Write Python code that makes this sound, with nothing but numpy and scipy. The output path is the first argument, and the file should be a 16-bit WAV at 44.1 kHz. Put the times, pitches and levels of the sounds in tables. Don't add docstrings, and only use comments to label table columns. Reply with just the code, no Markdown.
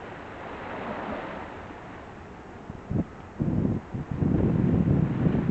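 import sys
import numpy as np
from scipy import signal
from scipy.fft import rfft, irfft
from scipy.io import wavfile
from scipy.ndimage import uniform_filter1d

SR = 44100
rng = np.random.default_rng(int(sys.argv[2]) if len(sys.argv) > 2 else 0)


def master(y):
    cut = np.clip(np.atleast_2d(y).T, -1, 1)
    pcm = np.round(cut * 32767)
    wavfile.write(sys.argv[1], SR, pcm.astype(np.int16))


N = 242550
TIME = np.arange(N) / SR

# fullest_s, level_db, build_s, ebb_s
WAVE_SWELLS = [(0.08, -44.5, .3, 0.45), (0.47, -45, 0.084, .15), (0.83, -38.5, 0.6, 0.61),
               (1.17, -40, 0.4, 0.54), (1.9, -48.5, 0.11, .3), (4.621, -47, 0.71, 0.35),
               (5.24, -43, 0.48, 1)]
# frequency_hz, relative_db
FOAM_SPECTRUM = [(70, -26.5), (150, -18), (400, 0), (750, 3.5), (1100, 0), (1600, 0), (2200, -6.5),
                 (3000, -14.5), (4000, -20), (5500, -29)]
# fullest_s, level_db
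CREST_COLLAPSES = [(0.05, -45.5), (0.48, -47.5), (0.89, -36), (1.145, -36), (1.92, -50.5)]
# frequency_hz, relative_db
PLUNGE_SPECTRUM = [(60, -22.5), (130, -13.5), (210, 0.5), (310, -1), (420, -3.5), (620, 0.5), (900, -4.5),
                   (1400, -15), (2500, -37.5)]
# start_s, level_db, pitch_hz
AIR_POCKETS = [(0.019, -31.5, 713), (0.464, -28.5, 664), (0.879, -31, 216), (0.914, -24.5, 562),
               (1.074, -24.5, 199.5), (1.122, -22, 578), (1.169, -27.5, 582), (1.702, -30, 290)]
# start_s, level_db
WATER_SLAPS = [(0.462, -55), (1.285, -42.5), (3.2017, -53), (4.3793, -48), (4.582, -51), (5.057, -57),
               (5.3232, -43)]
# start_s, length_s, level_db
WIND_GUSTS = [(2.907, 0.077, -32.5), (2.951, 0.057, -23.5), (3.394, 0.089, -27), (3.479, 0.29, -25.5),
              (3.941, 0.074, -31), (4.213, 0.083, -25), (4.315, .19, -22.5), (4.538, 0.28, -23),
              (4.864, 0.19, -23), (5.211, 0.087, -24.5), (5.344, 0.046, -23)]
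# frequency_hz, relative_db
WIND_SPECTRUM = [(18, -30.5), (45, -13), (90, -5.5), (140, 2.5), (230, -2.5), (320, -8.5), (450, -18.5),
                 (700, -27.5), (1100, -41), (2200, -54)]
# centre_s, level_db, pitch_hz
EDDY_THUMPS = [(2.701, -22.5, 144), (2.753, -29, 130), (2.916, -15.5, 105), (2.986, -15, 210),
               (3.205, -32.5, 170), (3.42, -14.5, 130), (3.584, -10, 153), (3.653, -17.5, 305),
               (3.949, -16.5, 127), (4.117, -16.5, 145), (4.143, -22, 131), (4.218, -18.5, 250),
               (4.258, -10, 228), (4.651, -42, 140), (4.743, -12.5, 147), (4.807, -9, 167),
               (4.911, -10, 160), (4.997, -10, 206), (5.271, -7.5, 160), (5.495, -8.5, 207)]
# frequency_hz, relative_db
SEA_SPECTRUM = [(20, -10.5), (50, -2), (92, 5), (122, -3.5), (190, 0), (250, -2), (335, -2), (450, -3.5),
                (550, -14), (740, -7), (1500, -18.5), (3000, -35.5), (5000, -58.5)]
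# time_s, level_db
WHISTLE_FADE = [(2.78, -100), (2.88, -67), (3.24, -58), (3.38, -100)]


def foam_wash(lapping_db=-52.5):
    wave_power = sum((from_db(db) * swell(s, build, ebb)) ** 2 for s, db, build, ebb in WAVE_SWELLS)
    foam_db = 10 * np.log10(from_db(lapping_db) ** 2 + wave_power)
    tilt = -0.63 + 0.05 * (foam_db - foam_db.mean())
    fizz = white_water(FOAM_SPECTRUM, tilt, per_s=100, cycles=7.3,
                       spread_db=1.0, grain_db=-0.5, patchy_db=0.5)
    return from_db(foam_db) * fizz


def crest_plunge(build_s=0.27, decay_s=0.28):
    power = sum((from_db(db) * swell(s, build_s, decay_s)) ** 2 for s, db in CREST_COLLAPSES)
    churn = white_water(PLUNGE_SPECTRUM, 0, per_s=59, cycles=27,
                        spread_db=3.5, grain_db=-4.0, patchy_db=1.5)
    return np.sqrt(power) * churn


def white_water(spectrum, tilt_db_per_octave, per_s, cycles, spread_db, grain_db, patchy_db):
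    out, power = 0, 0
    shared_clumps = drift(22)
    for hz, rush in noise_bands(62, 5600):
        birth_rate = per_s * np.sqrt(hz / 1000)
        near = sum(bubbles(hz * 2 ** (k / 6), birth_rate, cycles, spread_db) for k in (-1, 0, 1))
        grain = rms_one(band(near, hz / np.sqrt(2), hz * np.sqrt(2)))
        cloud = rms_one(rms_one(rush) + from_db(grain_db) * grain)
        gain = from_db(at_hz(spectrum, hz)) * np.sqrt(hz)
        clumps_db = patchy_db * (0.75 * shared_clumps + drift(5))
        out = out + gain * cloud * from_db(clumps_db + tilt_db_per_octave * np.log2(hz / 1600))
        power += gain ** 2
    return out / np.sqrt(power)


def bubbles(hz, per_s, cycles, spread_db):
    born = np.flatnonzero(rng.random(N) < per_s / SR)
    strengths = np.minimum(rng.exponential(1, N)[born], 4)
    clicks = np.full(N, 1e-18)
    clicks[born] = from_db(spread_db * strengths) * (-1) ** born
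    decay = from_db(-60 * hz / (cycles * SR))
    resonator = [1, -2 * decay * np.cos(2 * np.pi * hz / SR), decay ** 2]
    return rms_one(signal.lfilter([1, -1], resonator, clicks))


def glugs(cycles=34, rise=0.16):
    out = np.zeros(N)
    for s, db, hz in AIR_POCKETS:
        age = np.arange(int(cycles / hz * SR)) / SR * hz / cycles
        envelope = from_db(-60 * age) * (1 - np.exp(-age * cycles))
        ring = np.sin(2 * np.pi * cycles * age * (1 + rise * age))
        add(out, s, from_db(db) * envelope * ring)
    return out


def splashes(decay_s=0.017):
    out, t = np.zeros(N), TIME[:SR // 20]
    for s, db in WATER_SLAPS:
        spray = band(rng.standard_normal(len(t)), 900, 2800)
        spray = rms_one(band(spray, 500, 5400))
        add(out, s, from_db(db) * np.exp(-t / decay_s) * spray)
    return out


def wind_rumble(lumpy_db=1.72, edge_db=2.0, brighten=0.068):
    strength = wind_strength()
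    force_db = np.clip(20 * np.log10(strength + 1e-9) + 25, -12, 4)
    lumps, rumble = drift(64), 0
    tilt = edge_db * lumps + brighten * force_db
    for hz, noise in noise_bands(16, 2900):
        octaves_up = np.clip(np.log2(hz / 200), 0, 2)
        rumble = rumble + noise * from_db(at_hz(WIND_SPECTRUM, hz) + lumpy_db * lumps + octaves_up * tilt)
    slow_level = np.sqrt(uniform_filter1d(rms_one(rumble) ** 2, size=2200) + 1e-9)
    return strength * rms_one(rumble / slow_level ** (3 / 4))


def wind_strength(attack_s=0.0056, release_s=0.015):
    light_air = from_db(-42) * ramp(3.85, rise_s=1.4)
    breeze = from_db(-28.5) * ramp(4.1, rise_s=0.12)
    power = light_air ** 2 + breeze ** 2
    for s, length, db in WIND_GUSTS:
        arch_db = np.sin(np.pi * ramp(s, length)) - 1
        fade_in = np.exp(-np.maximum(s - TIME, 0) / attack_s)
        fade_out = np.exp(-np.maximum(TIME - s - length, 0) / release_s)
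        power = power + (from_db(db + arch_db) * fade_in * fade_out) ** 2
    return np.sqrt(power)


def eddies(width_s=0.0031):
    out, t = np.zeros(N), TIME[:SR // 20] - 1 / 40
    for s, db, hz in EDDY_THUMPS:
        swing = np.sin(2 * np.pi * hz * t + rng.uniform(-0.19, 1))
        add(out, s + t[0], from_db(db) * swing / np.cosh(2 * t / width_s))
    return out


def far_sea(level_db=-43.5):
    hz = np.fft.rfftfreq(N, 1 / SR) + 1
    spectrum = rfft(rng.standard_normal(N)) * from_db(at_hz(SEA_SPECTRUM, hz))
    return from_db(level_db) * rms_one(irfft(spectrum, N))


def whistle(pitch_hz=1290):
    level_db = np.interp(TIME, *np.transpose(WHISTLE_FADE))
    phase = 2 * np.pi * np.cumsum(pitch_hz + 3 * drift(9.3)) / SR
    return from_db(level_db + 1.5 * drift(7.3)) * np.sqrt(2) * np.sin(phase)


def from_db(db):
    return 10 ** (np.asarray(db) / 20)


def rms_one(x):
    return x / np.sqrt(np.mean(x ** 2) + 1e-20)


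def at_hz(spectrum, hz):
    points_hz, points_db = np.transpose(spectrum)
    return np.interp(np.log(hz), np.log(points_hz), points_db)


def band(x, low_hz, high_hz):
    edges = [low_hz, min(high_hz, .45 * SR)]
    return signal.sosfilt(signal.butter(3, edges, btype="band", fs=SR, output="sos"), x)


def noise_bands(low_hz, high_hz):
    edges = low_hz * np.sqrt(2) ** np.arange(round(2 * np.log2(high_hz / low_hz)) + 1)
    white = rng.standard_normal((2, N))
    return [(np.sqrt(a * b), band(white[k % 2], a, b)) for k, (a, b) in enumerate(zip(edges, edges[1:]))]


def drift(rate_hz):
    hop, settle = 40, 2000
    pole = np.exp(-2 * np.pi * rate_hz * hop / SR)
    noise = rng.standard_normal(N // hop + settle + 2)
    slow = signal.lfilter([1], [1, -2 * pole, pole ** 2], noise)[settle:]
    return np.interp(np.arange(N) / hop, np.arange(len(slow)), rms_one(slow))


def swell(s, build_s, decay_s):
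    return np.exp(-np.maximum((s - TIME) / build_s, (TIME - s) / decay_s))


def ramp(s, rise_s):
    return np.clip((TIME - s) / rise_s, 0, 1)


def add(out, s, sound):
    start = int(np.clip(s * SR, 0, N - 1))
    out[start:start + len(sound)] += sound[:N - start]


def scene():
    water = foam_wash() + crest_plunge() + glugs() + splashes()
    return (water + far_sea() + whistle() + wind_rumble() + eddies())[None]


def record(dry, ceiling=0.34, microphone_top_hz=3900, whine_hz=6667, cutoff_hz=8900):
    rounded = ceiling * np.tanh(dry / ceiling)
    dulled = signal.sosfilt(signal.butter(5, microphone_top_hz, fs=SR, output="sos"), rounded)
    hiss = from_db(-63) * rng.standard_normal(N)
    whine = from_db(-87.5) * np.sqrt(2) * np.sin(2 * np.pi * whine_hz * TIME)
    treble_cut = signal.cheby2(13, 60, cutoff_hz, fs=SR, output="sos")
    return signal.sosfilt(treble_cut, dulled + hiss + whine)


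dry = scene()
out = record(dry)
master(out)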